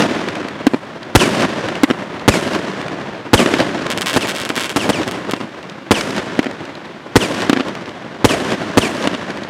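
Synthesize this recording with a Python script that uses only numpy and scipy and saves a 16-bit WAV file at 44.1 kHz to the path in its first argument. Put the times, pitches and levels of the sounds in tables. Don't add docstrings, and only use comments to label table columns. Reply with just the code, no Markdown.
import sys
import numpy as np
from scipy import signal
from scipy.fft import rfft, irfft
from scipy.io import wavfile
from scipy.ndimage import uniform_filter1d

SR = 44100
rng = np.random.default_rng(int(sys.argv[2]) if len(sys.argv) > 2 else 0)


def unload_wav(signal):
    wavfile.write(
        sys.argv[1],
        SR,
        np.round(np.clip(np.atleast_2d(signal).T, -1, 1) * 32767).astype(np.int16),
    )


def attenuation_scalar(level_db):
    decades = np.asarray(level_db, float) / 20
    return 10 ** decades


N = 418509
LEAD = SR


def band(x, lo_hz, hi_hz, order=2):
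    return signal.sosfilt(signal.butter(order, [lo_hz, min(hi_hz, SR / 2.2)], "band", fs=SR, output="sos"), x)


def train(s, gain, size=N + LEAD, lead=LEAD):
    out = np.zeros(size + 1)
    at = np.clip(np.asarray(s) * SR + lead, 0, size - 1)
    np.add.at(out, at.astype(int), gain * (1 - at % 1))
    np.add.at(out, at.astype(int) + 1, gain * (at % 1))
    return out[:size]


def ring(x, shape):
    return signal.oaconvolve(x, shape)[:len(x)]


def wander(size):
    held = np.repeat(rng.standard_normal((N + LEAD) // size + 1), size)
    return uniform_filter1d(held, size)[:N + LEAD]


# f/Hz, relative level/dB per Hz
NIGHT_SPECTRUM = [(18, -69), (30, -66), (158, -9), (374, -42.5), (645, -13), (1090, -4.5), (3320, -5.5),
                  (15000, -40)]
NIGHT_DB = -47


def night():
    hz = np.fft.rfftfreq(N + LEAD, 1 / SR)
    at, db = np.transpose(NIGHT_SPECTRUM)
    colour = attenuation_scalar(np.interp(np.log(hz + 1), np.log(at), db))
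    x = irfft(rfft(rng.standard_normal(N + LEAD)) * colour, N + LEAD)
    return attenuation_scalar(NIGHT_DB) * x / x.std()


# t/s, build-up/s, level/dB
HOUSE_SWELLS = [(0.279, 0.029, 1.5), (.545, 0.13, -11.5)]
CLUTTER_S, CLUTTER_WIDE_S = .010, .004
STREET_S, STREET_RISE_S, STREET_DB, STREET_T60_S = 0.065, 0.0054, 5, 0.23
TOWN_DB, TOWN_T60_S, HILLS_DB = -2.5, 3.52, -18
LULL_DB = -17.5


def scatter(t):
    def gate(at, rise):
        return 1 / (1 + np.exp(np.clip((at - t) / rise, -50, 50)))

    def fading(db, t60):
        return attenuation_scalar(2 * (db - 60 * (t - STREET_S) / t60))

    clutter = np.exp(-((t - CLUTTER_S) / CLUTTER_WIDE_S) ** 2 / 2)
    street = fading(STREET_DB, STREET_T60_S) + fading(TOWN_DB, TOWN_T60_S) + attenuation_scalar(2 * HILLS_DB)
    street = (attenuation_scalar(2 * LULL_DB) + gate(STREET_S, STREET_RISE_S)) * street
    houses = 0
    for at, build, db in HOUSE_SWELLS:
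        houses = houses + attenuation_scalar(2 * db) * np.exp(-np.abs(t - at) / build) * (1 - gate(at, 0.0097))
    return clutter, street, houses


# band centre f/Hz, level/dB, extra fading/(dB per s), negative lingers
ROLL_COLOUR = [(92, -13.5, 2), (165.5, -5.5, -2.5), (284, 2, 0.5), (482, -0.5, 0), (786, -4, -1),
               (1320, -3, 3), (2300, -5, 16), (3900, -10, 34), (6140, -9.5, 75), (10400, -39.5, 1),
               (14000, -35, 11)]
ROLL_S = 2
LUMPS_DB, BASS_SWELLS_DB = 2, 2.5
CLUTTER_DB, CLUTTER_DB_PER_DB, STAR_CLUTTER_DB = -15.5, 0.48, -25


def roll(star_s, star_db):
    shell_s, blast_db, roll_db, _, early = np.transpose(SHELL_BURSTS)
    lift_s, thud_db, *_ = np.transpose(LIFT_CHARGES)
    big = train(shell_s, attenuation_scalar(2 * roll_db)) + train(lift_s, attenuation_scalar(2 * (thud_db - 57.0)))
    far = train(shell_s - early, attenuation_scalar(2 * roll_db))
    small = train(star_s, attenuation_scalar(2 * (star_db - 36)))
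    close = train(shell_s, attenuation_scalar(2 * (CLUTTER_DB + CLUTTER_DB_PER_DB * blast_db)))
    close_small = train(star_s, attenuation_scalar(2 * (star_db + STAR_CLUTTER_DB)))
    t = np.arange(int(ROLL_S * SR)) / SR
    clutter, street, houses = scatter(t)
    lumps, swells = wander(size=160), wander(size=700)
    grain = rng.standard_normal(len(big))
    out = 0
    for hz, db, fade_db in ROLL_COLOUR:
        uneven_db = LUMPS_DB * lumps + BASS_SWELLS_DB * swells * min(600 / hz, 1)
        noise = band(grain * attenuation_scalar(uneven_db), hz / 1.722, hz * 1.39)
        colour = attenuation_scalar(2 * (db - fade_db * t))
        thin = (hz / (hz + 1200)) ** 2
        power = ring(big + small * thin, street * colour)
        power = power + ring(far, houses * colour)
        power = power + ring(close + close_small * thin, (clutter * colour)[:SR // 20])
        out = out + noise / noise.std() * np.sqrt(np.abs(power))
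    return out


# lag t/s, level over the roll/dB, centre f/Hz
FAR_WALLS = [(.197, 3, 1700), (.254, 5, 1500), (.270, 10, 1350), (.534, 5, 1150), (.602, 2, 1150)]
# t/s, peak level/dB, centre f/Hz
STRAY_SLAPS = [(0.034, -27, 1460), (0.484, -16.5, 1280), (5.628, -25, 1280), (6.009, -8.5, 2100),
               (6.428, -18, 1310), (6.652, -23, 1320), (6.854, -27, 1340)]
TUBE_WALL_S, TUBE_WALL_DB, TUBE_WALL_HZ = .361, -23, 3500


def slaps():
    rows = []
    for s, _, roll_db, _, early in SHELL_BURSTS:
        rows += [(s + lag - early, roll_db + db, hz) for lag, db, hz in FAR_WALLS]
    rows += [(s + TUBE_WALL_S, TUBE_WALL_DB, TUBE_WALL_HZ) for s, *_ in LIFT_CHARGES]
    rows += list(STRAY_SLAPS)
    out, t = np.zeros(N + 2 * LEAD), np.arange(1024) / SR
    for (s, db, hz), noise in zip(rows, rng.standard_normal((len(rows), 1024))):
        puff = noise * t * np.exp(-t / .0015)
        slap = band(puff, max(hz / 4, hz - 1200), min(hz * 2.4, 4500))
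        at = int(s * SR) + LEAD
        out[at:at + 1024] += attenuation_scalar(db) * slap / np.abs(slap).max()
    return out[:N + LEAD]


# t/s, thud level/dB, crack level/dB, wall echo level/dB
LIFT_CHARGES = [(0.6679, 17, 8, -16), (1.8339, 20.5, 17, -17.5), (3.46, -1, 1, -17), (3.5384, 3, 3, -16),
                (4.502, -5.5, -3, -3.5), (5.335, -3.5, -1.5, -7.5), (6.391, 4.5, 2.5, -11),
                (7.496, 10, 9, -13), (7.53, 5, 4.5, -7), (9.073, 0, 4.5, -9)]


def lifts():
    out, t = np.zeros(N + LEAD), np.arange(1400) / SR
    thud = -np.sin(2 * np.pi * 290 * t * (1 + np.exp(-t / .0015))) * np.exp(-t / .0036)
    walls = train([.0675, .0755], attenuation_scalar(np.array([-3, 0])), size=4000, lead=0)
    noises = rng.standard_normal((len(LIFT_CHARGES), 1400))
    for (s, thud_db, crack_db, echo_db), noise in zip(LIFT_CHARGES, noises):
        crack = band(noise * np.exp(-t / 0.004), 870, 2920)
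        lift = attenuation_scalar(thud_db) * thud + attenuation_scalar(crack_db) * crack
        echoes = band(np.convolve(walls, lift), 68, 11000, order=1)
        at = int(s * SR) + LEAD
        out[at:at + 1400] += lift
        out[at:at + 5399] += attenuation_scalar(echo_db) * echoes
    return out


def blast(push_s, fade_s):
    t = np.arange(int(12 * fade_s * SR)) / SR
    return -(1 - t / push_s) * np.exp(-t / fade_s)


# lag t/s, level for shells/dB, level for stars/dB, treble limit f/Hz
NEAR_WALLS = [(.0037, -3, -20, 8000), (.0064, -4, -4, 6000), (.0082, -5, -14, 6000), (.0104, -7, -7, 4500),
              (.0122, -18, -16, 5000)]


def near_walls(x, column):
    out, t = x.copy(), np.arange(300) / SR
    for row in NEAR_WALLS:
        spray = band(rng.standard_normal(300), 1580, 5700, order=1) * np.exp(-t / 0.00093)
        echo = ring(np.roll(x, int(row[0] * SR)), (t == 0) + 0.32 * spray)
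        out += attenuation_scalar(row[column]) * band(echo, 22, row[3], order=1)
    return out


FENCE_HZ, FENCE_AWAY_S = 1750, .13


def fence(s, lag, db):
    rib = np.arange(60, 420)
    late = np.hypot(FENCE_AWAY_S, rib / FENCE_HZ) - FENCE_AWAY_S
    fade_in = np.clip(np.minimum(late - .012, late + lag - .026) / .014, 0, 1) ** 2
    fade_out = np.clip((.125 - lag - late) / .03, 0, 1)
    keep = fade_in * fade_out * attenuation_scalar(-120 * late + 4.5 * rng.standard_normal(len(rib)))
    edge = late + .43 * np.gradient(late)
    return train(s + lag + np.r_[late, edge], attenuation_scalar(db) * np.r_[keep, -.6 * keep])


# t/s, relative level/dB
LOUD_STARS = [(3.9031, 0), (3.9172, 0), (3.976, 0), (4.0112, 0), (4.0192, 0), (4.0606, -1), (4.07, 0),
              (4.0836, 0), (4.0976, -1), (4.132, -2), (4.1413, -1), (4.2101, -7), (4.2248, -6),
              (4.2731, -5), (4.2878, -4), (4.2923, -3), (4.3106, -5), (4.3509, -6), (4.3646, -5),
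              (4.3843, -6), (4.4002, -5), (4.4163, -5), (4.4514, -3), (4.4919, -3), (4.5559, -5),
              (4.5644, -2), (4.5787, -3), (4.5967, -3), (4.6085, -4), (4.637, -5), (4.6443, -5),
              (4.6948, -4), (5.0787, -6), (5.1122, -7), (5.3117, -4)]
DENSE_FROM_S, DENSE_TO_S, NEIGHBOUR_S = 4.05, 4.7, .022
NEIGHBOUR_DB, NEIGHBOUR_SPREAD_DB = -2, 9


def volley():
    s, db = np.repeat(np.transpose(LOUD_STARS), 2, axis=1)
    after, size = rng.random((len(s), 2)).T
    dense = (s > DENSE_FROM_S) & (s < DENSE_TO_S)
    weaker = NEIGHBOUR_DB - 2 * NEIGHBOUR_SPREAD_DB * size
    all_s = np.r_[s[::2], (s + .002 + NEIGHBOUR_S * after)[dense]]
    all_db = np.r_[db[::2], (db + weaker)[dense]]
    return all_s, all_db


def stars(s, db):
    hits = train(s, attenuation_scalar(db))
    ribs = fence(-LEAD / SR, .022, -30)[:SR // 8]
    pops = attenuation_scalar(3.5) * band(ring(hits, blast(.0001, .00011)), 300, 12000, order=1)
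    return near_walls(pops, column=2) + ring(ring(hits, ribs), np.hanning(9))


# t/s, blast level/dB, roll level/dB, fence lag/s, lead of the far-wall echoes/s
SHELL_BURSTS = [(-.249, 20, -16, .02, 0), (1.1511, 30.5, -14, .024, 0), (2.2790, 24.5, -17.5, -.007, 0),
                (3.333, 25, -15.5, .020, .002), (4.1628, 5, -26, .024, 0), (4.7612, 2.5, -22.5, .011, 0),
                (4.8923, 4.5, -32, .015, .003), (5.9090, 13.5, -20.5, .012, 0),
                (7.1570, 20.5, -18.5, .030, .008), (8.2445, 19.5, -18.5, .022, -.005),
                (8.773, 17.5, -19.5, .019, .003)]
FENCE_DB, FENCE_DB_PER_DB = -18.5, .33


def shells():
    s, blast_db, _, lag, _ = np.transpose(SHELL_BURSTS)
    hits, t = train(s, attenuation_scalar(blast_db)), np.arange(2048) / SR
    boom = attenuation_scalar(-9) * np.sin(2 * np.pi * 310 * t) * (t / .004) ** 2 * np.exp(-t / .0019)
    whistle_db = FENCE_DB + FENCE_DB_PER_DB * blast_db
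    whistle = sum(fence(*row) for row in zip(s, lag, whistle_db))
    blasts = band(ring(hits, blast(0.00045, 0.00089)), 31, 20000, order=1)
    return near_walls(blasts, column=1) + ring(hits, boom) + ring(whistle, np.hanning(9))


def scene():
    crackle = volley()
    mix = night() + roll(*crackle) + slaps() + lifts() + stars(*crackle) + shells()
    return mix[None, LEAD:]


def low_pass(x):
    return signal.sosfilt(signal.butter(12, 16650, fs=SR, output="sos"), x)


def record(dry):
    x = signal.sosfilt(signal.butter(2, 70, "high", fs=SR, output="sos"), dry)
    x = np.clip(x, -.9, 1.1)
    x = signal.lfilter(*signal.butter(1, 130, "high", fs=SR), x)
    hold = np.exp(-1 / (.35 * SR))
    loud = signal.lfilter([1 - hold], [1, -hold], x ** 2)
    x = x * attenuation_scalar(2.0) / (1 + loud / attenuation_scalar(2 * -18)) ** 0.24
    x = signal.sosfilt(signal.butter(2, 15000, fs=SR, output="sos"), x)
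    mix = np.clip(x, -1, 1)
    return low_pass(mix)


dry = scene()
out = record(dry)
unload_wav(out)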